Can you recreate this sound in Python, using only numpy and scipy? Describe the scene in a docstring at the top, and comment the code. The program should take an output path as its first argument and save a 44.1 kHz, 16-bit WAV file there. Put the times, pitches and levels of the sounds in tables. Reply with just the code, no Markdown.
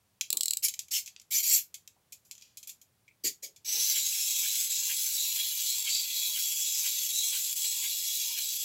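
"""In a small, quiet room a plastic clockwork toy is wound close to the microphone: a pawl cracks over ratchet teeth.
Held in the fingers, its gears slip in noisy chatters, its case creaks and its motor spurts as the grip loosens.
Set on a table, its feet groan and it runs free: an escapement strikes the hollow case about a thousand times
a second, slowing a little as the spring unwinds, while a cam works the limbs about twice a second.
Soft knocks, brushed limbs and faint room air surround it."""
import sys
import numpy as np
from scipy import signal
from scipy.fft import rfft, irfft
from scipy.io import wavfile
from scipy.ndimage import uniform_filter1d, map_coordinates

SR = 44100
rng = np.random.default_rng(int(sys.argv[2]) if len(sys.argv) > 2 else 0)


def wav_out(sig):
    """Save sig, one row per channel (or a flat mono array), as 16-bit PCM at SR to the path in sys.argv[1]."""
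    wavfile.write(sys.argv[1], SR, np.round(np.clip(np.atleast_2d(sig).T, -1, 1) * 32767).astype(np.int16))


N = 381024
TIME = np.arange(N) / SR  # seconds
BINS = np.maximum(np.arange(2049) * SR / 4096, 1)  # filter frequencies in Hz, kept above zero for the logarithm

# The free run: start, time to get going, and when the fingers begin and finish letting go, all in seconds.
START_S, SPIN_UP_S, LET_GO_S = 3.646, 0.068, (3.55, 4)
# Peak and half-width of each swell, in shares of a cam turn.
RASP_AT, RASP_WIDTH = 0.003, 0.044
LOAD_AT, LOAD_WIDTH = -0.089, 0.15
SWING_AT, SWING_WIDTH = 0.091, 0.2
RETURN_AT, RETURN_WIDTH = 0.66, 0.16

# Spectrum of the cam's rasp. Each row: frequency in Hz, gain in dB.
RASP_SPECTRUM = [(200, -73), (500, -61), (900, -26), (1300, -25.5), (1650, -5.5), (1950, -16), (2300, 1.5),
                 (2700, 2.5), (3300, 8.5), (3900, -56), (6000, -15)]
# Spectrum of the loaded gears' hum. 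Each row: frequency in Hz, gain in dB.
HUM_SPECTRUM = [(300, -39), (600, -29), (800, -8), (990, -4.5), (1250, -13.5), (1550, -10), (1900, -8),
                (2600, -22)]
# The cam lifts the limbs, one row a turn.
# Each row: time in seconds, rasp in dB against a usual turn, limb ring in dB against a usual turn.
CAM_TURNS = [(3.5, -20, -4), (3.969, 1, 2.5), (4.449, 1, -0.5), (4.908, 2, -3), (5.389, 0, 2.5),
             (5.88, 4.5, 2.5), (6.37, -1, -1), (6.861, 1, -0.5), (7.349, 1, -2.5), (7.851, 0.5, -3.5),
             (8.378, -0.5, 0.5), (8.9, -2, -1)]


def free_run(strikes, rasp_db=-38, idle_rasp_db=-15, hum_db=-65, idle_load_db=-12,
             murmur_db=-62, murmur_db_per_s=-3.0, swing_db=-41, limb_return_db=-39.0,
             limb_hz=3980, limb_width_hz=450, whine_db=-46, whine_db_per_s=0.63, shudder_db=-0.38):
    """The standing toy whirrs; each cam turn loads the gears into a hum, rasps, and rings a limb out and back."""
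    _, lift_db, limb_db = np.transpose(CAM_TURNS)
    elapsed = np.maximum(TIME - START_S, 0)
    chatter = grain(rattle(strikes, loose=4.0), depth_db=2.5, rate=35)

    lift = each_turn(RASP_AT, RASP_WIDTH, lift_db) + undb(idle_rasp_db)
    rasp = unit(colour(chatter, RASP_SPECTRUM)) * undb(rasp_db) * lift

    load = each_turn(LOAD_AT, LOAD_WIDTH) + undb(idle_load_db)
    backlash = 1 + 2.5 * walk(110)
    hum = unit(colour(strikes * backlash, HUM_SPECTRUM)) * load * undb(hum_db + 1.2 * walk(32))

    # A side wall buzzes while the spring is tight.
    murmur = ring(chatter, 1637, 193) * undb(murmur_db + murmur_db_per_s * elapsed)

    swing_out = each_turn(SWING_AT, SWING_WIDTH, limb_db + swing_db)
    swing_back = each_turn(RETURN_AT, RETURN_WIDTH, limb_return_db)
    limb = ring(chatter, limb_hz, limb_width_hz) * (swing_out + swing_back)

    # A narrow whine of the case near 3.4 kHz slowly grows.
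    whine = ring(chatter, 3372, 88) * undb(whine_db + whine_db_per_s * elapsed + 1.16 * walk(20))

    held = np.interp(TIME, LET_GO_S, [1, 0])
    spin_up = np.sqrt(np.minimum(elapsed / SPIN_UP_S, 1))
    running = spin_up * dips() * undb(shudder_db * walk(80))
    standing_parts = (1 - held) * (rasp + hum + whine)
    return running * (whirr(strikes, np.sqrt(held)) + limb + murmur + rock(chatter) + standing_parts)


# The cavity fades as the spring unwinds: level at the start of the run, then change per second.
CAVITY_DB, UNWIND_DB_PER_S = -40, -0.63
# Level of the whirr before trims. Each row: time in seconds, shell in dB, tooth sizzle in dB.
WHIRR_LEVELS = [(3.69, -32.0, -38.5), (3.86, -30, -33), (4.0, -33, -36), (4.45, -32.5, -35),
                (4.8, -33.0, -36.5), (5.0, -34, -34.5), (5.6, -36.0, -36.5), (5.72, -34, -35),
                (5.82, -37, -37.5), (5.92, -33, -39.0), (6.1, -38.5, -39), (6.25, -35.0, -36),
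                (6.7, -33.0, -36.0), (7.2, -33.5, -36.0), (8.0, -34.5, -37), (8.6, -35.5, -37.5)]
# Spectrum of the case standing free. Each row: frequency in Hz, gain in dB.
FREE_CASE_SPECTRUM = [(700, -41), (1200, -38.5), (1850, -26.5), (2200, -16.5), (2600, -7), (3100, -10.5),
                      (4400, -3.5), (5000, -3), (6200, -0.5), (7750, 4.5), (8700, -13.5), (10200, -7.5),
                      (12000, -4), (15800, -8.5)]
# Narrow rings of the case. Each row: frequency in Hz, width in Hz, height over the rest in dB.
CASE_RINGS = [(2300, 50, 8.5), (5530, 86, 2.5), (6280, 160, 5.5), (7170, 550, 1.5), (11600, 270, 1.5)]


def whirr(strikes, held, shell_db=-0.73, teeth_db=1.8, return_db=1.5,
          grip_db=2, grip_hz=6050, grip_width_hz=800):
    """Cavity, shell and teeth sound together; a grip adds a strong shell ring, and the limbs' return a swell."""
    source = grain(rattle(strikes, loose=.8), depth_db=2.3, rate=40, drift_db=1.6)
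    cavity, shell, teeth = case_parts(colour(source, FREE_CASE_SPECTRUM, CASE_RINGS))
    shell_level, teeth_level = curve(WHIRR_LEVELS, TIME)
    grip = held * undb(grip_db)
    shell = (shell + grip * ring(source, grip_hz, grip_width_hz)) / np.hypot(1, grip)
    swell_db = return_db * each_turn(RETURN_AT, RETURN_WIDTH)
    return (cavity * undb(CAVITY_DB + UNWIND_DB_PER_S * (TIME - START_S))
            + shell * undb(shell_level + shell_db + swell_db)
            + teeth * undb(teeth_level + teeth_db))


# Mean speed of the escapement. Each row: time in seconds, strikes a second in Hz.
STRIKE_RATE = [(0, 908.7), (3.6, 977.8), (4.0, 1033), (4.8, 1013), (5.8, 987), (6.3, 1011), (7.0, 986.3),
               (7.8, 972.8), (8.64, 953.5)]


def escapement(jitter=.06, scatter_db=3, limp_db=-2.0, waver=.02):
    """Two pallets strike in turn, one a little harder; loose gears scatter time and force."""
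    drift = unit(uniform_filter1d(rng.standard_normal(N), SR // 60))
    rate_hz = curve(STRIKE_RATE, TIME)[0] * (1 + waver * drift)
    phase = np.cumsum(rate_hz) / SR  # counts strikes
    k = np.arange(1, int(phase[-1]))
    chance = rng.standard_normal((len(k), 2))
    # Jitter is a share of the gap between strikes.
    place = np.interp(k + jitter * chance[:, 0], phase, np.arange(N)).astype(int)
    force = undb(scatter_db * chance[:, 1] + limp_db * (-1) ** k)
    return np.bincount(place, force, N)


def rattle(strikes, loose=.7, t60=0.045):
    """Every strike is followed by the tiny rebounds of loose teeth, a decaying burst of noise."""
    rebounds = signal.fftconvolve(strikes, fade(TIME[:SR // 50], t60))[:N] * rng.standard_normal(N)
    return unit(strikes) + loose * unit(rebounds)


def case_parts(x):
    """Air cavity, shell and teeth radiate low, middle and high bands, crossing over at 5 and 9 kHz."""
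    spectrum, hz = rfft(x), np.arange(N // 2 + 1) * SR / N
    above_5k, above_9k = [np.clip((hz - edge) / 800 + .5, 0, 1) for edge in (5000, 9000)]
    shares = (1 - above_5k, above_5k - above_9k, above_9k)
    return [unit(irfft(spectrum * share, N)) for share in shares]


def turns():
    """Turns of the cam, counted from its first row."""
    return np.interp(TIME, [row[0] for row in CAM_TURNS], np.arange(len(CAM_TURNS)))


def each_turn(at, width, strength_db=0):
    """One swell at the same place in every turn of the cam, each as strong as its turn."""
    turn = turns() - at
    nearest = np.clip(np.round(turn), 0, len(CAM_TURNS) - 1).astype(int)
    strengths = undb(strength_db + np.zeros(len(CAM_TURNS)))
    return bump(turn - nearest, width) * strengths[nearest]


DIP_S = 0.01  # half-width of a dip
# The whole run dips for an instant. Each row: time in seconds, depth in dB.
LEVEL_DIPS = [(4.688, -6), (5.838, -4), (7.08, -4), (7.12, -4.5), (7.548, -14), (7.95, 0), (8.354, -5),
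              (8.588, -0.5)]


def dips():
    """Brief dips in the level of the run."""
    coarse = TIME[::32]
    depth = sum(depth_db * bump(coarse - s, DIP_S) for s, depth_db in LEVEL_DIPS)
    return undb(np.interp(TIME, coarse, depth))


# The toy rocks once on its feet: middle and half-width in seconds.
ROCK_S, ROCK_WIDTH_S = 5.95, 0.088
# Rings freed by the rocking. Each row: frequency in Hz, width in Hz, level in dB.
FREED_RINGS = [(4310, 660, -35), (7310, 550, -36.5)]


def rock(source):
    """The case rings more freely while the toy rocks."""
    rings = sum(ring(source, hz, width) * undb(db) for hz, width, db in FREED_RINGS)
    return bump(TIME - ROCK_S, ROCK_WIDTH_S) * rings


SPURT_ATTACK_S, SPURT_T60_S = 0.0091, 0.1
# The motor spurts while the grip is loose. Each row: start in seconds, length in seconds,
# shell level at the crest in dB before a common gain, swell to the crest in dB, cavity against shell in dB,
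# teeth against shell in dB, ring of the freed panel in Hz, that ring against shell in dB.
MOTOR_SPURTS = [(0.623, 0.04, -29.5, 3.5, -9, -2, 10600, 1), (0.907, 0.081, -32.5, 1.5, -7.5, -3, 3030, -4),
                (1.305, 0.1, -33, 3.5, -6, 3, 6100, 0), (1.424, 0.17, -30, 6.5, -6.5, 3, 7530, 4),
                (3.236, 0.05, -32, 5.5, -7.5, -2.5, 2270, -13),
                (3.423, 0.027, -41, 1.5, -7, -4.5, 2280, -25)]
# Spectrum of the case held in the fingers. Each row: frequency in Hz, gain in dB.
HELD_CASE_SPECTRUM = [(410, -85), (700, -27.5), (1550, -31), (1740, -21), (2290, -11.5), (2610, -15),
                      (3260, -10), (3720, -13), (4180, -7), (6260, -7), (6770, -3.5), (7320, -6),
                      (8900, -16.5), (12800, -5), (15800, -15)]


def spurts(strikes, gain_db=1.3, ring_width_hz=520, sizzle_hz=12700, sizzle_db=-1.5):
    """A looser grip lets the motor start, swell and be braked again; the freed panel rings at the crest."""
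    source = grain(rattle(strikes, loose=2.9), depth_db=3.2, rate=60, drift_db=1.5)
    held_rings = [(2273, 330, 3.5), (sizzle_hz, 900, sizzle_db)]
    held_case = colour(source, HELD_CASE_SPECTRUM, held_rings)
    parts = np.array(case_parts(band(held_case, 1500, "high")))
    panel_drive = rattle(strikes, loose=3.4)
    out, t = np.zeros(N), TIME[:SR // 2]
    for s, length, db, swell_db, cavity_db, teeth_db, ring_hz, ring_db in MOTOR_SPURTS:
        now = slice(int(s * SR), int(s * SR) + len(t))
        cavity, shell, teeth = parts[:, now]
        arch = np.sin(np.pi * np.clip(t / length, 0, 1) ** 1.43)
        attack = np.clip(t / SPURT_ATTACK_S, 0, 1)
        braking = fade(np.maximum(t - length, 0), SPURT_T60_S)
        force = attack * braking * undb(db + swell_db * (arch - 1))
        panel = ring(panel_drive[now], ring_hz, ring_width_hz) * arch ** 2 * undb(ring_db)
        add(out, s, force * (shell + undb(cavity_db) * cavity + undb(teeth_db) * teeth + panel))
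    return out * undb(gain_db)


# Ratchet clicks of the key. Each row: start in seconds, relative level in dB, pawl ring in Hz, case ring in Hz.
RATCHET_CLICKS = [(0.3032, -10, 7210, 4210), (0.328, -8.5, 7920, 4350), (0.3707, -8.5, 7470, 4297),
                  (0.408, -8.5, 7940, 4000), (0.4324, -11, 7720, 4340), (0.4569, -11, 7650, 4000),
                  (0.4814, -11, 7570, 4050), (0.5076, -8.5, 7640, 4080), (0.534, -11.5, 7820, 3960),
                  (0.5703, -12.5, 7630, 4070)]
# Spectrum of the pawl's crack. Each row: frequency in Hz, gain in dB.
PAWL_SPECTRUM = [(470, -66.5), (800, -30.5), (1630, -41), (2340, -19), (3580, -17.5), (4050, -7),
                 (6040, -18.5), (7660, -5.5), (9830, -18.5), (15800, -15)]


def ratchet(t60=0.012, rise_s=0.00059, gain_db=1):
    """The pawl drops off each tooth with a crack; the gripping fingers damp the case and shift its rings."""
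    out, t = np.zeros(N), TIME[:SR // 20]
    for s, db, pawl_hz, case_hz in RATCHET_CLICKS:
        crack = rng.standard_normal(len(t)) * fade(t, t60) * (1 - np.exp(-t / rise_s))
        click = colour(crack, PAWL_SPECTRUM, [(pawl_hz, 600, 4), (case_hz, 900, 1)])
        add(out, s, unit(click) * undb(db + gain_db - 23.5))
    return moving_room(band(out, 2500, "high", order=2), wet_db=-9, t60=0.12)


# The gears slip by a few teeth in the fingers.
# Each row: start in seconds, relative level in dB, t60 in seconds, treble in dB.
GEAR_SLIPS = [(0.21, -16, 0.028, -16), (0.683, -22, 0.051, 0), (0.739, -29, 0.033, -7),
              (0.791, -24.5, 0.046, -5), (0.883, -44, 0.03, -12), (1.06, -38, 0.096, 4),
              (1.076, -35.5, 0.061, -16), (1.163, -32.5, 0.0091, -61), (1.198, -40, 0.019, -12),
              (1.215, -48.5, 0.044, 1), (1.742, -33, 0.066, -1), (1.876, -36.5, 0.023, -5.5),
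              (2.122, -37.5, 0.095, 6), (2.249, -59, 0.29, 17), (2.311, -33, 0.05, -4),
              (2.571, -36.5, .08, 10), (2.629, -41.5, 0.076, -3), (2.673, -35.5, 0.083, 11),
              (2.693, -35.5, 0.097, 5), (2.815, -47.5, 0.067, 7.5), (3.08, -56.5, 0.04, -26),
              (3.561, -49, 0.096, -8)]
# Spectrum of slipping gears, also heard in the creak. Each row: frequency in Hz, gain in dB.
SLIP_SPECTRUM = [(470, -75), (800, -42), (918, -5), (1130, -31.5), (2010, -21), (2430, -3), (2860, -12),
                 (3240, -2.5), (3620, -7), (3900, -5.5), (4710, -5), (7290, 2), (8790, -12.5), (12300, -4),
                 (15800, -16)]


def slips(gain_db=-2, snap_db=0, snap_t60=0.0035, rise_s=0.00053):
    """The gears snap free and chatter about a millisecond apart, dying away as the fingers catch them again."""
    out, t = np.zeros(N), TIME[:SR // 6]
    for s, db, t60, treble_db in GEAR_SLIPS:
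        chatter = rng.standard_normal(len(t)) * np.exp(-1.5 * (t * STRIKE_RATE[0][1] % 1))
        rings = [(13400, 19000, treble_db), (2130, 200, 4.4), (7300, 1100, 1.8)]
        body = unit(colour(chatter, SLIP_SPECTRUM, rings))
        decay = fade(t, t60) + undb(snap_db) * fade(t, snap_t60)
        force = decay * (1 - np.exp(-t / rise_s))
        add(out, s, body * force * undb(db + gain_db))
    return moving_room(band(out, 1600, "high"), wet_db=-7, t60=0.18)


# The creak: from and to in seconds, mean ticks a second, level in dB, treble in dB.
CREAK_S, CREAK_PER_S, CREAK_DB, CREAK_TREBLE_DB = (2.33, 2.43), 92, -45.5, -19


def creak(scatter_db=4, t60=0.015):
    """Small uneven ticks, placed at random, as the case shifts in the fingers."""
    start, end = CREAK_S
    during = (TIME > start) * (TIME < end)
    ticks = (rng.random(N) < CREAK_PER_S / SR) * undb(scatter_db * rng.standard_normal(N)) * during
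    sound = colour(rattle(ticks, loose=2.7, t60=t60), SLIP_SPECTRUM, [(13400, 20000, CREAK_TREBLE_DB)])
    share = np.sqrt(abs(end - start) * SR / N)  # makes the level that of the creak, not of the whole scene
    return moving_room(band(sound, 1400, "high") * share * undb(CREAK_DB), wet_db=0, t60=0.35)


# A limb is brushed. Each row: start in seconds, level in dB.
LIMB_TAPS = [(3.079, -54.5), (3.11, -61)]


def taps(hz=2330, width_hz=320, t60=0.097):
    """A brushed limb rings as a small pitched tick, made of narrow fading noise."""
    out, t = np.zeros(N), TIME[:SR // 6]
    for s, db in LIMB_TAPS:
        add(out, s, ring(rng.standard_normal(len(t)), hz, width_hz) * fade(t, t60) * undb(db))
    return out


# The feet rub on the table as the fingers let go.
# Each row: time in seconds, pitch in Hz, relative level in dB.
FEET_RUB = [(3.65, 378, -83), (3.68, 430, -61), (3.72, 398, -64), (3.765, 412, -54), (3.86, 527, -72)]


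def rub(overtone_db=-3, gain_db=-1):
    """The feet stick and slip with a rough, rising groan: a tone and its octave, unsteady in strength."""
    hz, db = curve(FEET_RUB, TIME)
    phase = 2 * np.pi * np.cumsum(hz) / SR
    groan = walk(160) * np.sin(phase) + undb(overtone_db) * walk(260) * np.sin(2 * phase)
    return groan * undb(db + gain_db) * (TIME > FEET_RUB[0][0]) * (TIME < FEET_RUB[-1][0])


# Soft knocks of fingers and feet.
# Each row: start in seconds, relative level in dB, pitch in Hz, t60 in seconds.
SOFT_KNOCKS = [(0.326, -56, 440, 0.3), (0.327, -62, 218, 0.27), (0.33, -62, 890, 0.29),
               (1.961, -74, 800, 0.21), (3.24, -45, 348, 0.2), (3.246, -59.5, 160, 0.22),
               (3.425, -59, 453, 0.3), (4.97, -70, 276, 0.23), (7.645, -68, 700, 0.24)]


def knocks(rise_s=0.0024, gain_db=3):
    """Fingertips and feet land softly and thud, each a band of noise that rises gently and fades."""
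    out, t = np.zeros(N), TIME[:SR // 3]
    for s, db, hz, t60 in SOFT_KNOCKS:
        thud = unit(band(rng.standard_normal(len(t)), [hz * 0.72, hz * 1.35], "band", order=3))
        add(out, s, thud * fade(t, t60) * (1 - np.exp(-t / rise_s)) * undb(db + gain_db))
    return out


AIR_DB = -72
# Spectrum of the room air. Each row: frequency in Hz, gain in dB.
AIR_SPECTRUM = [(15, -62), (25, -33), (91, -6), (174, -13), (222, -15.5), (248, -18), (307, -19.5),
                (542, -20.5), (604, -21.5), (881, -22.5), (1060, -23.5), (1590, -25.5), (15800, -29.5)]


def air():
    """Faint room rumble and hiss, as steady coloured noise."""
    return unit(colour(rng.standard_normal(N), AIR_SPECTRUM)) * undb(AIR_DB)


def moving_room(x, wet_db, t60, rate=5):
    """As the toy moves, its sound takes ever different paths through the room: six tails, shifting in weight."""
    t = TIME[:SR // 3]
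    weights = np.array([walk(rate) for _ in range(6)])
    wet = 0
    for weight in weights / np.linalg.norm(weights, axis=0):
        tail = rng.standard_normal(len(t)) * fade(t, t60)
        wet = wet + signal.fftconvolve(x * weight, tail / np.linalg.norm(tail))[:N]
    return (x + undb(wet_db) * wet) / np.hypot(1, undb(wet_db))


def grain(x, depth_db=1.5, rate=22, drift_db=2.5, drift_rate=6):
    """Loose parts touch and part, so neighbouring resonances flicker and drift on their own."""
    spacing = 300  # Hz between independent resonances
    hz, t, cells = signal.stft(x, SR, nperseg=512)
    gain_db = 0
    for db, per_s in (depth_db, rate), (drift_db, drift_rate):
        chance = rng.standard_normal((SR // spacing, 1024))
        where = np.meshgrid(hz / spacing, t * per_s, indexing="ij")
        gain_db = gain_db + db * map_coordinates(chance, where, order=3, mode="wrap")
    return signal.istft(cells * undb(gain_db), SR)[1][:N]


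def ring(x, hz, width):
    """One resonance with steep sides, at an rms of one."""
    return unit(band(x, [hz - width / 2, hz + width / 2], "band", order=2))


def walk(rate):
    """Smooth chance that changes about rate times a second, spread one."""
    size = int(SR / rate)
    return unit(uniform_filter1d(uniform_filter1d(rng.standard_normal(N), size), size))


def bump(x, width):
    """A smooth hill of height one around zero."""
    return np.exp(-(x / width) ** 2)


def undb(db):
    """Decibels to gain."""
    return 10 ** (np.asarray(db) / 20)


def unit(x):
    """Scale to an rms of one."""
    return x / np.sqrt(np.mean(x ** 2))


def curve(rows, at):
    """Each column of a table after the first, joined by straight lines."""
    first, *columns = np.transpose(rows)
    return [np.interp(at, first, c) for c in columns]


def colour(x, points, rings=()):
    """Causal minimum-phase filter from a broad spectrum and resonances (Hz, width Hz, dB)."""
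    hz, db = np.transpose(points)
    gain_db = np.interp(np.log(BINS), np.log(hz), db)
    for centre, width, height in rings:
        gain_db = gain_db + height / (1 + (2 * (BINS - centre) / width) ** 2)
    cepstrum = irfft(np.log(undb(gain_db)))
    half = len(cepstrum) // 2
    fold = np.r_[1, np.full(half - 1, 2), 1, np.zeros(half - 1)]
    response = irfft(np.exp(rfft(cepstrum * fold)))[:half]
    return signal.fftconvolve(x, response)[:len(x)]


def band(x, hz, kind, order=4):
    """Butterworth filter."""
    return signal.sosfilt(signal.butter(order, hz, kind, fs=SR, output="sos"), x)


def fade(t, t60):
    """Exponential decay by 60 dB in t60 seconds."""
    return np.exp(-np.log(1000) * t / t60)


def add(out, s, x):
    """Mix x into out from time s in seconds."""
    i = int(s * SR)
    out[i:i + len(x)] += x[:len(out) - i]


def scene():
    """Winding, handling and the free run in one room."""
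    strikes = escapement()
    motor = moving_room(spurts(strikes) + free_run(strikes), wet_db=-6.0, t60=0.16)
    handling = ratchet() + slips() + creak() + taps()
    return (handling + motor + knocks() + rub() + air())[None]


TOP_HZ = 15800


def record(dry):
    """The recorder cuts the top with a steep low-pass."""
    return signal.sosfilt(signal.ellip(10, .2, 70, TOP_HZ, fs=SR, output="sos"), dry)


dry = scene()
out = record(dry)
wav_out(out)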